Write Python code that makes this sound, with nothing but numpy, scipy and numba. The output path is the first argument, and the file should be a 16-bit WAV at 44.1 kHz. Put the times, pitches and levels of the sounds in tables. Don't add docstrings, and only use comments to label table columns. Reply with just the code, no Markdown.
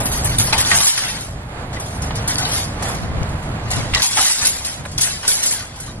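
import sys
import numpy as np
from scipy import signal
from scipy.fft import rfft, irfft
from scipy.io import wavfile
from scipy.ndimage import uniform_filter1d
from numba import njit

SR = 44100
rng = np.random.default_rng(int(sys.argv[2]) if len(sys.argv) > 2 else 0)


def level_to_linear(level):
    exponent = np.asarray(level, float) / 20
    return 10 ** exponent


def generate_wav(signal):
    frames = np.transpose(np.atleast_2d(signal))
    scaled = np.clip(frames, -1, 1) * 32767
    pcm = np.round(scaled).astype(np.int16)
    wavfile.write(sys.argv[1], SR, pcm)


N = 264595

# time_s, rumble_db
ROLL = [(0, -23), (.4, -24), (.72, -26), (.93, -40), (1.1, -31.5), (1.5, -28), (1.95, -25), (2.3, -24.5),
        (2.7, -24.5), (3.2, -27), (3.55, -25), (3.93, -25), (4.08, -29.5), (4.34, -36), (4.6, -34.5),
        (4.96, -30.5), (5.35, -40.5), (6, -34)]
# centre_s, half_length_s, rumble_lift_db, grind_lift_db
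PATCHES = [(0.07, 0.053, -1.5, -1.5), (0.36, 0.056, 3.5, -2), (0.587, 0.077, 0.5, 5),
           (0.91, 0.043, -7, -12), (1.142, 0.018, -2, 1), (1.367, 0.045, 4.5, -1), (1.466, 0.067, -1.5, -2),
           (1.606, 0.05, -2, 0), (1.684, 0.033, 0, -3.5), (1.877, 0.044, 1, -2.5), (1.997, 0.043, -0.5, -2),
           (2.254, 0.023, 1, -1), (2.718, 0.095, -0.5, 0), (2.89, 0.088, 1.5, 3.5), (3.07, 0.089, 2, -1),
           (3.326, 0.18, 4, 1.5), (3.42, 0.024, -5.5, 0), (3.81, 0.065, 0, 2), (4.072, 0.052, -6, -11),
           (4.313, 0.061, -10, -8.5), (4.438, 0.032, 6, -0.5), (4.873, 0.041, 2.5, 0.5),
           (4.968, 0.037, 6, 0), (4.79, 0.023, 5, 2), (5.043, .03, -5, -1), (5.137, 0.04, 4, -6),
           (5.266, .04, 0.5, 4), (5.655, 0.052, 0.5, 2), (5.906, 0.082, 3.5, -4.5)]
# pitch_hz, level_db
RUMBLE_TONE = [(12, -38), (20, -5), (60, 1), (124, 1.5), (179, -6), (241, -10), (359, -17.5), (600, -23),
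               (780, -21), (1320, -120)]
# pitch_hz, level_db
GRIND_TONE = [(150, -5), (250, -2), (364, -7.5), (663, -2), (881, -5), (1860, -12.5), (2670, -19.5),
              (4870, -27.5), (5600, -37), (7520, -29.5), (9000, -37.5), (11700, -40), (19800, -120)]
# pitch_hz, extra_side_db
TYRE_SPREAD = [(70, -23), (140, -11), (240, -0.5), (450, 1), (1000, 5), (2500, 3), (6000, 3)]
# pitch_hz, side_minus_mid_db
WIDTH = [(60, -19), (110, -16), (200, -13), (380, -10), (700, -7), (1290, -2), (2380, 3), (4400, 6),
         (8120, 8), (15000, 10)]

# start_s, peak_db, brightness_db_per_octave
SWING_KNOCKS = [(.0014, -19, 11), (.0545, -15.5, 9), (.1155, -16, 9.5), (.1735, -18.5, 6), (.235, -28, 13),
                (.2444, -16.5, 14), (.383, -9, 9.5), (.398, -12.5, -2), (.468, -11.5, -1), (.526, -9, -5),
                (.578, -6.5, -2), (.6473, -19.5, -7.5), (.7134, -7, -5.5), (.7532, -20, 15),
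                (.803, -10.5, -4.5), (.8689, -8, -1), (.9756, -13, 3), (1.0788, -23.5, 11),
                (1.2086, -23, 4.5)]
# start_s, peak_db, brightness_db_per_octave
CRACK_KNOCKS = [(1.728, -24, -4.5), (1.7971, -21, 4.5), (1.8596, -25, 2), (2.0183, -19.5, 1),
                (2.1535, -18.5, 0), (2.2382, -32, -10.5), (2.2765, -11.5, 6), (2.3564, -37, -3),
                (2.381, -9.5, -1), (2.4512, -16, -4), (2.485, -27, 11), (2.518, -15, 4), (2.5494, -19, 5),
                (2.8236, -17.5, 3), (2.884, -22, 8), (2.945, -22.5, 1), (3.026, -31.5, -10.5),
                (3.229, -34, -5), (3.2907, -33, 3), (3.426, -31, 1), (3.7036, -14.5, -1),
                (3.714, -12.5, -2.5), (3.7606, -16, -2.5)]
# start_s, peak_db, brightness_db_per_octave
NESTING_KNOCKS = [(3.9366, -16.5, -8), (3.9453, -31, -9), (4.0197, -6.5, 3), (4.034, -8, 1.5),
                  (4.1094, -13, 0.5), (4.1682, -14.5, -7), (4.2087, -8, 2), (4.3001, -20, 7),
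                  (4.4515, -8, 3), (4.4684, -9.5, 6), (4.6472, -12.5, 2.5), (4.8517, -25.5, 0),
                  (4.9141, -26, 0), (4.978, -11.5, 2.5), (5.011, -6.5, 5), (5.033, -11.5, 4),
                  (5.2289, -20.5, -5.5), (5.2767, -4, 5), (5.3094, -9.5, 6), (5.4293, -9, 2.5),
                  (5.4586, -10.5, 4), (5.5094, -13, 7.5), (5.7582, -28, 3), (5.8, -22, 5), (5.862, -25, -1)]
# start_s, length_s, level_db, brightness_db_per_octave
BUZZES = [(.002, 0.015, -30, -5), (.056, 0.017, -28, -4), (.118, 0.037, -29, -4.5), (.174, 0.015, -28, -4),
          (.246, .11, -29, -4.5), (.387, 0.024, -21.5, -1.5), (.582, 0.031, -20, 9), (.655, .03, -27, 1),
          (.745, 0.041, -20.5, 6), (.845, 0.059, -21.5, 7), (2.28, 0.054, -25.5, -2),
          (2.383, 0.049, -29.5, -4.5), (2.54, 0.059, -28, 0.5), (2.6, .04, -28, 1), (4.024, 0.045, -23, 4),
          (4.455, 0.02, -18.5, 2), (4.98, 0.014, -25.5, -3), (5.013, 0.02, -20, 2), (5.28, .045, -25, 0),
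          (5.335, .018, -24.5, 6), (5.385, 0.032, -27, 1), (5.432, .02, -23, 3), (5.463, 0.018, -28, 11),
          (5.512, 0.025, -30, 2)]
# start_s, length_s, level_db, brightness_db_per_octave
RATTLES = [(0.135, 0.48, -32.5, 0), (0.696, 0.05, -17.5, 0), (0.82, 0.058, -19, 5.5),
           (0.95, 0.14, -24.5, -3.5), (1.154, 0.032, -35, -3), (1.92, 0.036, -38.5, 1.5),
           (2.158, 0.039, -39, -6), (2.3, 0.16, -35.5, -9.5), (2.52, 0.042, -24, -2.5),
           (2.856, 0.054, -32, -4), (3.685, 0.11, -38, -7), (4.003, 0.012, -21, -3),
           (4.177, 0.13, -16.5, 1), (4.412, 0.04, -20, -2), (4.545, 0.18, -32, -2.5),
           (5.051, 0.078, -26.5, -2.5), (5.278, 0.25, -26, -1.5), (5.557, 0.036, -36.5, -10.5),
           (5.742, 0.18, -44.5, -7.5)]
# pitch_hz, level_db
MESH_TONE = [(290, -57), (500, -35.5), (935, -18), (1410, -16), (2020, -10), (2760, -9.5), (3180, -6.5),
             (3720, -5.5), (5010, -4), (8020, -3), (10400, -1), (11800, -9), (15000, -33)]
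# pitch_hz, width_hz, lift_db
FRAME_TUBES = [(1500, 28, 8.5), (1860, 130, 3.5), (2070, 54, 1.5), (3560, 31, -4), (4020, 56, 2),
               (4690, 36, 4.5), (8420, 34, -3)]
# pitch_hz, extra_side_db
METAL_SPREAD = [(400, -15), (1200, -3), (3000, 0.5), (12000, -1)]
# start_s, peak_db
SNAPS = [(0.237, -14), (0.3877, -3), (0.3993, 2), (0.5314, 1), (0.5804, -4), (0.6609, -6), (0.7083, -5),
         (0.7226, -9), (0.7497, -6.5), (0.7542, -5), (0.7709, -7), (0.7756, 1), (0.7865, 2), (0.8132, -6),
         (0.8487, -4), (0.871, -1), (0.934, -8), (1.0497, -7), (1.2101, -13), (2.3573, -1), (2.3843, -1),
         (2.5168, -8), (2.5521, -9), (3.232, -12.5), (3.7043, -16), (3.7152, -2), (3.762, -14), (3.9503, 3),
         (4.0022, -5), (4.0212, 6), (4.0295, 4), (4.0358, 1), (4.0664, -1), (4.0885, -11), (4.1318, -2),
         (4.1857, 0), (4.195, 0), (4.2093, -5), (4.2159, 1), (4.2202, -2), (4.2353, -2), (4.2535, 0),
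         (4.2705, -1), (4.282, -3), (4.3028, -3), (4.3229, -3), (4.3361, -7), (4.4583, -1), (4.47, 3),
         (4.497, -6), (4.9802, 1), (4.9845, 0), (5.01, 2), (5.0293, -2), (5.0418, -4), (5.2797, 0),
         (5.3043, -2), (5.3178, -1), (5.3224, -3), (5.5235, -3)]

# start_s, peak_db, pitch_hz, fall_of_other_modes_db_per_octave
CLANKS = [(0.385, -8.5, 3575, 31), (.524, -10, 894, 2), (.529, 0.5, 890, 1.5), (.533, -6, 1920, 0),
          (.554, -8, 816, 28), (.583, -21, 1940, 6.5), (0.605, -3.5, 1870, 2), (.705, -6, 1990, 15),
          (.714, 2, 1860, 22), (.722, -10, 1860, 29), (.731, -7, 1612, 5), (.749, -8.5, 1480, 6),
          (.804, -5, 3730, -1), (.977, -6, 1926, 8), (0.984, -10, 1130, 9), (1.035, -13, 1990, 23),
          (1.768, -18, 2000, 13), (2.429, -12, 727, 16), (2.822, -12.5, 760, 11), (3.713, -17, 720, 22),
          (3.936, -3.5, 2070, 10), (3.94, -4, 812, -4), (3.947, 5, 2077, 4.5), (3.958, -4, 1920, 12),
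          (3.977, -7, 1830, 6), (3.998, -9, 1670, 13.5), (4.031, -21, 1543, 2), (4.17, -10, 1290, 0),
          (4.18, -4.5, 872, 6), (4.186, -4.5, 1287, 4), (4.201, -9.5, 800, 8), (4.214, -18, 900, 0),
          (4.252, -14, 1500, 2), (4.3, -16, 844, 6), (4.449, -1, 4440, 2), (4.43, -15, 1310, 6),
          (5.009, -18, 2090, 8), (5.044, -18, 1880, 14), (5.068, -18, 1620, 14), (5.101, -22, 1990, 12),
          (5.25, -11, 918, 1.5), (5.283, -15.5, 1500, 27), (5.32, -22, 1900, 10), (5.485, -29, 2000, 12),
          (5.515, -17, 2150, 17), (5.529, -24, 917, 19), (5.88, -25.5, 1176, 29)]
# start_s, peak_db, pitch_hz, ring_t60_s
PINGS = [
    (0.527, -3.5, 4190, 0.03),
    (0.6494, -7, 3490, 0.048),
    (0.8043, -3, 3690, 0.03),
    (2.357, -20, 4530, 0.17),
    (2.4512, -7.5, 3880, 0.03),
    (3.9692, -10, 3945, 0.065),
    (5.2774, -9, 5000, 0.081),
]
# start_s, peak_db, pitch_hz, ring_t60_s
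TAPS = [
    (2.107, -9, 943, 0.04),
    (3.225, -18, 670, 0.04),
    (3.426, -22, 725, 0.04),
    (4.852, -15.5, 1000, 0.018),
    (4.858, -14.5, 550, 0.027),
    (4.915, -31, 700, 0.04),
]
# centre_s, half_length_s, level_db
GUSTS = [(0.397, 0.1, -37), (.6, .04, -50), (1.2, .08, -60), (2.3, 0.23, -55), (2.89, 0.066, -39),
         (3.126, 0.17, -36), (3.444, 0.13, -49), (3.64, 0.075, -43), (3.79, 0.049, -34),
         (3.928, 0.059, -32.5), (4.1, 0.16, -52), (4.55, 0.13, -55), (4.8, .05, -46), (5.117, 0.036, -46)]
# pitch_hz, level_db
WIND_TONE = [(20, -22), (60, -1), (130, 1.5), (250, -8.5), (500, -19), (1200, -52)]
# start_s, peak_db, pitch_hz, side_share
THUMPS = [
    (0.401, -14, 88, 0.1),
    (1.358, -19, 75, 0),
    (3.028, -23, 161, 0.8),
    (3.079, -26, 51.1, 0.4),
    (3.17, -10.5, 61.4, 0.6),
    (3.215, -1.5, 119, 0.3),
    (3.927, -6.5, 60.3, 0.3),
    (4.018, -29, 88.8, 0.5),
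    (4.859, -24, 202, 0.24),
    (4.972, -27, 92, 0.3),
]
# pitch_hz, extra_side_db
JOLT_SPREAD = [(30, -16), (120, 4), (400, 10)]

# pitch_hz, mid_minus_side_db
MASK = [(2000, -15), (4000, -14.5), (6000, -12), (8300, -6), (10000, -11), (11500, -5), (16000, 1)]
# centre_s, half_length_s, mask_lift_db
MASK_SPELLS = [
    (.2, 0.29, 2.5),
    (0.904, .2, -2),
    (1.48, 0.23, -10.5),
    (2.25, .2, 3),
    (3.3, 0.29, -2.5),
]
# centre_s, half_length_s, top_hz
OPEN_TOP = [(.07, .03, 14500), (.15, .07, 13200), (.26, .012, 15500), (.39, .012, 15700), (.45, .05, 13700),
            (.675, .012, 14300), (1.21, .012, 13500), (1.47, .06, 13500), (2.28, .012, 13500),
            (2.39, .015, 12900), (2.53, .06, 12300), (2.83, .015, 13300), (3.23, .012, 14500),
            (3.43, .012, 15300), (3.715, .012, 14000), (3.95, .012, 15700), (4.03, .02, 14600),
            (4.47, .024, 15700), (4.64, .012, 14000), (5.015, .012, 15700), (5.275, .012, 15500),
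            (5.46, .012, 13000), (5.545, .012, 15500)]

BANDS, WIRES = 24, 900
IDLE_DB, IDLE_BRIGHT_DB = -30, 11.5
RISE_DB_S, FALL_DB_S = 161, 100
BUZZ_RISE_DB_S, BUZZ_FALL_DB_S = 3000, 600
SWING_RING_S, CRACK_RING_S, NEST_RING_S = 0.45, 0.46, 0.4
SCRAPE_S = 0.0043
SWAY_HZ = 7
SNAP_S, SNAP_DB, SNAP_HZ = 0.00015, -2, 5330
CLANK_T60_S, THINNER = 0.075, 0.65
GRIND_DB, GRIND_SHARE = -31.5, 0.98
SHAKEN_DB, DULL_SHARE = -16, 0.34
DUCK_DB, DUCK_SHARE, DUCK_S = -18, 0.22, 0.028
HUNGER_SHARE, HUNGER_DB, HUNGRY_UNTIL_S = 0.059, 3, 3.2
CEILING_HZ = 11800


def read(table, hz):
    f, db = np.transpose(table)
    return np.interp(np.log(hz), np.log(f), db)


def colour(x, table):
    hz = np.maximum(np.fft.rfftfreq(N, 1 / SR), 1)
    return irfft(rfft(x) * level_to_linear(read(table, hz)), N)


def unit(x):
    return x / np.sqrt(np.mean(x ** 2))


def curve(table):
    return np.interp(np.arange(N) / SR, *np.transpose(table))


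def bells(centre_s, half_s):
    return np.exp(-((np.arange(N) / SR - centre_s[:, None]) / half_s[:, None]) ** 2)


def walk(rate):
    k = int(SR / rate)
    steps = np.repeat(rng.standard_normal(N // k + 1), k)[:N]
    return 1.48 * uniform_filter1d(uniform_filter1d(steps, k), k)


def ticks(rate, scatter_db, rows):
    hit = rng.random((rows, N)) < rate / SR
    size_db = scatter_db * np.minimum(rng.exponential(size=hit.sum()), 4)
    x = np.zeros((rows, N))
    x[hit] = level_to_linear(size_db) * rng.choice([-1, 1], hit.sum())
    return unit(x)


def spread(mid_side, table):
    return np.array([mid_side[0], colour(mid_side[1], table)])


def narrow(side):
    return colour(side, [(hz, -db) for hz, db in WIDTH])


def lean(mid_side, share, turn):
    mid, side = mid_side
    along = np.real(signal.hilbert(narrow(side)) * np.exp(1j * turn))
    return np.array([np.sqrt(1 - share ** 2) * mid + share * along, side])


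def patches():
    centre_s, half_s, *lift_db = np.transpose(PATCHES)
    return np.array(lift_db) @ bells(centre_s, half_s)


def wheels(rumble_db, grind_db):
    stones = ticks(900, 1.65, rows=2)
    grit = ticks(5000, 1.74, rows=2)
    rumble_db = rumble_db + 0.93 * walk(4.5)
    grind_db = grind_db + 0.9 * walk(14)
    out = 0
    for kicks, tone, db in ((stones, RUMBLE_TONE, rumble_db), (grit, GRIND_TONE, grind_db)):
        mid, side = colour(kicks, tone)
        side = level_to_linear(-4.0) * colour(side, [(25, -29)] + WIDTH)
        out = out + level_to_linear(db) * np.array([mid, side]) / np.sqrt(np.mean(mid ** 2))
    return out


def knocks():
    stages = (SWING_KNOCKS, SWING_RING_S), (CRACK_KNOCKS, CRACK_RING_S), (NESTING_KNOCKS, NEST_RING_S)
    return [(*row, ring_s) for rows, ring_s in stages for row in rows]


def chatter(roll_db):
    t = np.arange(N) / SR
    power = level_to_linear(2 * (roll_db + IDLE_DB))
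    bright = power * IDLE_BRIGHT_DB
    for rows, rise, fall in ((RATTLES, RISE_DB_S, FALL_DB_S), (BUZZES, BUZZ_RISE_DB_S, BUZZ_FALL_DB_S)):
        for s, long_s, db, bright_db in rows:
            before, after = np.maximum(s - t, 0), np.maximum(t - s - long_s, 0)
            spell = level_to_linear(2 * (db - rise * before - fall * after))
            power = power + spell
            bright = bright + spell * bright_db
    return 10 * np.log10(power), bright / power


@njit
def ring(force, band, turn, weight, sway):
    out = np.zeros((2, force.shape[1]))
    for k in range(len(turn)):
        z, w = 1e-18 + 0j, weight[k]
        for i in range(force.shape[1]):
            z = z * turn[k] + force[band[k], i]
            w *= sway[k]
            out[k % 2, i] += (w * z).imag
    return out


def mesh(chatter_db, bright_db):
    centre = np.geomspace(600, 15000, BANDS)
    octave = np.log2(centre / 6000)[:, None]
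    crowd = 1.5
    hz = 600 + (15000 - 600) * ((np.arange(WIRES) + rng.random(WIRES)) / WIRES) ** crowd
    band = np.clip(np.searchsorted(centre, hz), 0, BANDS - 1)
    t60 = 0.036 * level_to_linear(1.2 * rng.standard_normal(WIRES)) * (3000 / hz) ** 0.32

    frame_db = sum(db / (1 + ((hz - f) / width) ** 2) for f, width, db in FRAME_TUBES)
    gain = level_to_linear(read(MESH_TONE, hz) + frame_db + 1.06 * rng.standard_normal(WIRES))
    gain = gain * np.sqrt((hz - 500) ** (1 - 1 / crowd) * .07 / t60)
    gain = gain / np.sqrt(np.sum(gain ** 2) / 4)
    is_mid = np.arange(WIRES) % 2 == 0
    weights = gain * np.exp(2j * np.pi * rng.random(WIRES)) * level_to_linear((1.08 - read(WIDTH, hz)) * is_mid)

    shake = level_to_linear(chatter_db - 18.5 + bright_db * octave)
    force = np.zeros((BANDS, N))
    t = np.arange(SR // 2) / SR
    events = knocks()
    chance = 0.52 * uniform_filter1d(rng.standard_normal((len(events), BANDS)), size=3)
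    scrape = rng.standard_normal((len(events), SR // 10))
    span = SCRAPE_S * SR
    rise = np.arange(SR // 10) / span
    for (s, db, tilt_db, ring_s), luck, noise in zip(events, chance, scrape):
        i = int(s * SR)
        blow = level_to_linear(db - 11.5 + tilt_db * octave + 0.7 * luck[:, None])
        push = noise * (rise + 0.84) * np.exp(-rise) * 2 / np.sqrt(span)
        force[:, i:i + SR // 10] += (blow * push)[:, :N - i]
        shower = level_to_linear(-17.5 - 60 * t / ring_s * 2 ** (0.09 * octave))
        shake[:, i:i + len(t)] = np.hypot(shake[:, i:i + len(t)], (blow * shower)[:, :N - i])
    force += shake * ticks(3000, 1.6, rows=3)[np.sort(rng.integers(0, 3, BANDS))]
    turn = np.exp((2j * np.pi * hz - np.log(1000) / t60) / SR)
    sway = np.exp(2j * np.pi * SWAY_HZ * rng.standard_normal(WIRES) / SR)
    rings = ring(force, band, turn, weights, sway)

    click = colour(shake[BANDS * 2 // 3] * ticks(220, 4.0, rows=1)[0], MESH_TONE)
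    click = level_to_linear(-18.5) * np.sqrt(np.mean(rings[1] ** 2)) * unit(click)
    return rings + np.array([narrow(click), click])


def snaps():
    out, k = np.zeros((2, N)), np.arange(-64, 64)
    t = k / SR - .0002
    for (s, db), (pitch, phase) in zip(SNAPS, rng.random((len(SNAPS), 2))):
        hz = SNAP_HZ * (.8 + .6 * pitch)
        sign_turn = np.round(phase) / 2
        pulse = np.cos(2 * np.pi * (hz * t + sign_turn)) * np.exp(-(t / SNAP_S) ** 2)
        out[:, int(s * SR) + k] += level_to_linear(db + SNAP_DB) * pulse * level_to_linear([[-14.0], [0]])
    return out


def tubes():
    out, t = np.zeros((2, N + SR)), np.arange(SR // 4) / SR
    events = [(s, db, hz, CLANK_T60_S * (1000 / hz) ** THINNER, fall_db) for s, db, hz, fall_db in CLANKS]
    events += [(*row, 4) for row in TAPS]
    events += [(*row, 99) for row in PINGS]
    chance = rng.random((len(events), 3, 30))
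    crunch = rng.standard_normal((len(events), SR // 40)) * np.exp(-np.arange(SR // 40) / (0.0021 * SR))
    for (s, db, hz, t60, fall_db), (scatter, *phases), push in zip(events, chance, crunch):
        push = np.append(3.5, push)
        octave = np.linspace(-.4, 2.2, num=30) + 0.08 * scatter
        octave[4] = 0
        f = np.minimum(hz * 2 ** octave, .4 * SR)
        size = level_to_linear(-fall_db * np.abs(octave) * np.where(octave < 0, 4.0, 1))
        size[4] = level_to_linear(7.5)
        fade = np.exp(-np.log(1000) * t / t60)
        pair = []
        for phase, wide_db in zip(phases, (0 * f, read(WIDTH, f) - 2.5)):
            modes = np.sin(2 * np.pi * (np.outer(f, t) + phase[:, None]))
            pair.append((size * level_to_linear(wide_db)) @ modes * fade)
        pair = signal.fftconvolve(np.array(pair), push[None], axes=1)
        out[:, int(s * SR):int(s * SR) + pair.shape[1]] += pair / np.abs(pair).max() * level_to_linear(db - 7.0)
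    return out[:, :N]


def wind():
    centre_s, half_s, db = np.transpose(GUSTS)
    gust = level_to_linear(db) @ bells(centre_s, half_s)
    flutter = level_to_linear(4.7 * walk(30))
    return gust * flutter * unit(colour(rng.standard_normal((2, N)), WIND_TONE)) * level_to_linear([[-3], [-3.5]])


def thumps():
    out, t = np.zeros((2, N + SR)), np.arange(SR // 5) / SR
    for s, db, hz, share in THUMPS:
        pulse = level_to_linear(db - 6.0) * np.sin(2 * np.pi * hz * t) * np.exp(-t * hz)
        out[:, int(s * SR):int(s * SR) + len(t)] += pulse * np.array([[1], [share]])
    return out[:, :N]


def duck(metal):
    hold = np.exp(-1 / (DUCK_S * SR))
    heard = signal.lfilter([1 - hold], [1, -hold], np.mean(metal ** 2, axis=0))
    return -DUCK_SHARE * 10 * np.log10(1 + heard / level_to_linear(2 * DUCK_DB))


def scene():
    roll_db = curve(ROLL)
    chatter_db, bright_db = chatter(roll_db)
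    metal = mesh(chatter_db, bright_db) + tubes() + snaps()
    metal = spread(lean(metal, share=.4, turn=-1.45), METAL_SPREAD)
    rumble_db = roll_db + duck(metal)
    rolling_db = GRIND_DB + GRIND_SHARE * (rumble_db + 26.5)
    shaken_db = chatter_db + SHAKEN_DB - DULL_SHARE * bright_db
    grind_db = 10 * np.log10(level_to_linear(2 * rolling_db) + level_to_linear(2 * shaken_db))
    rough_db = patches()
    rolling = wheels(rumble_db + rough_db[0], grind_db + rough_db[1])
    rolling = spread(lean(rolling, share=.65, turn=-2.8), TYRE_SPREAD)
    mid, side = metal + spread(thumps(), JOLT_SPREAD) + rolling + wind()
    return np.array([mid + side, mid - side])


def drop_hidden(mid_side, reach_db, chance_db, attack_db):
    frame = dict(window="cosine", nperseg=2048, noverlap=1024)
    _, s, bins = signal.stft(mid_side, SR, **frame)
    level_db = 10 * np.log10(np.mean(np.abs(bins[:, :1024].reshape(2, 64, 16, -1)) ** 2, axis=2) + 1e-20)
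    hz = (np.arange(64)[:, None] + .5) * SR / 128
    top_db = level_db[1, 12:32].max(axis=0)
    luck = uniform_filter1d(rng.standard_normal(level_db.shape), size=2)
    luck_db = chance_db * 2 * uniform_filter1d(luck, size=2, axis=1)
    keep = (level_db + luck_db > top_db - np.array(reach_db)[:, None, None]) | (hz < 10000)
    slow_db = uniform_filter1d(top_db, size=15)
    hunger_db = HUNGER_SHARE * (slow_db - slow_db.mean()) + HUNGER_DB * np.tanh(2 * (HUNGRY_UNTIL_S - s))
    hunger_db += sum(db * np.exp(-((s - at_s) / half_s) ** 2) for at_s, half_s, db in MASK_SPELLS)
    keep[0] &= level_db[0] + luck_db[0] > level_db[1] + read(MASK, hz) + hunger_db
    keep |= (np.diff(top_db, prepend=0) > attack_db) & (hz < 13500)
    keep[0] &= hz < CEILING_HZ + 130 * uniform_filter1d(luck_db[0], size=9, axis=0)
    for at_s, half_s, top_hz in OPEN_TOP:
        keep |= (np.abs(s - at_s) < half_s) & (hz > 10000) & (hz + 200 * luck_db < top_hz)
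    bins[:, :1024] *= np.repeat(keep, 16, axis=1)
    return signal.istft(bins, SR, **frame)[1][:, :N]


def top_cut(x):
    return signal.sosfilt(signal.butter(12, 15710, fs=SR, output="sos"), x)


def record(dry):
    fade = signal.butter(6, 15500, fs=SR, output="sos")
    left, right = np.clip(signal.sosfilt(fade, dry), -1, 1)
    mid_side = np.array([left + right, left - right]) / 2
    mid, side = drop_hidden(mid_side, reach_db=[16, 21], chance_db=2.5, attack_db=6)
    return top_cut(np.array([mid + side, mid - side]))


dry = scene()
out = record(dry)
generate_wav(out)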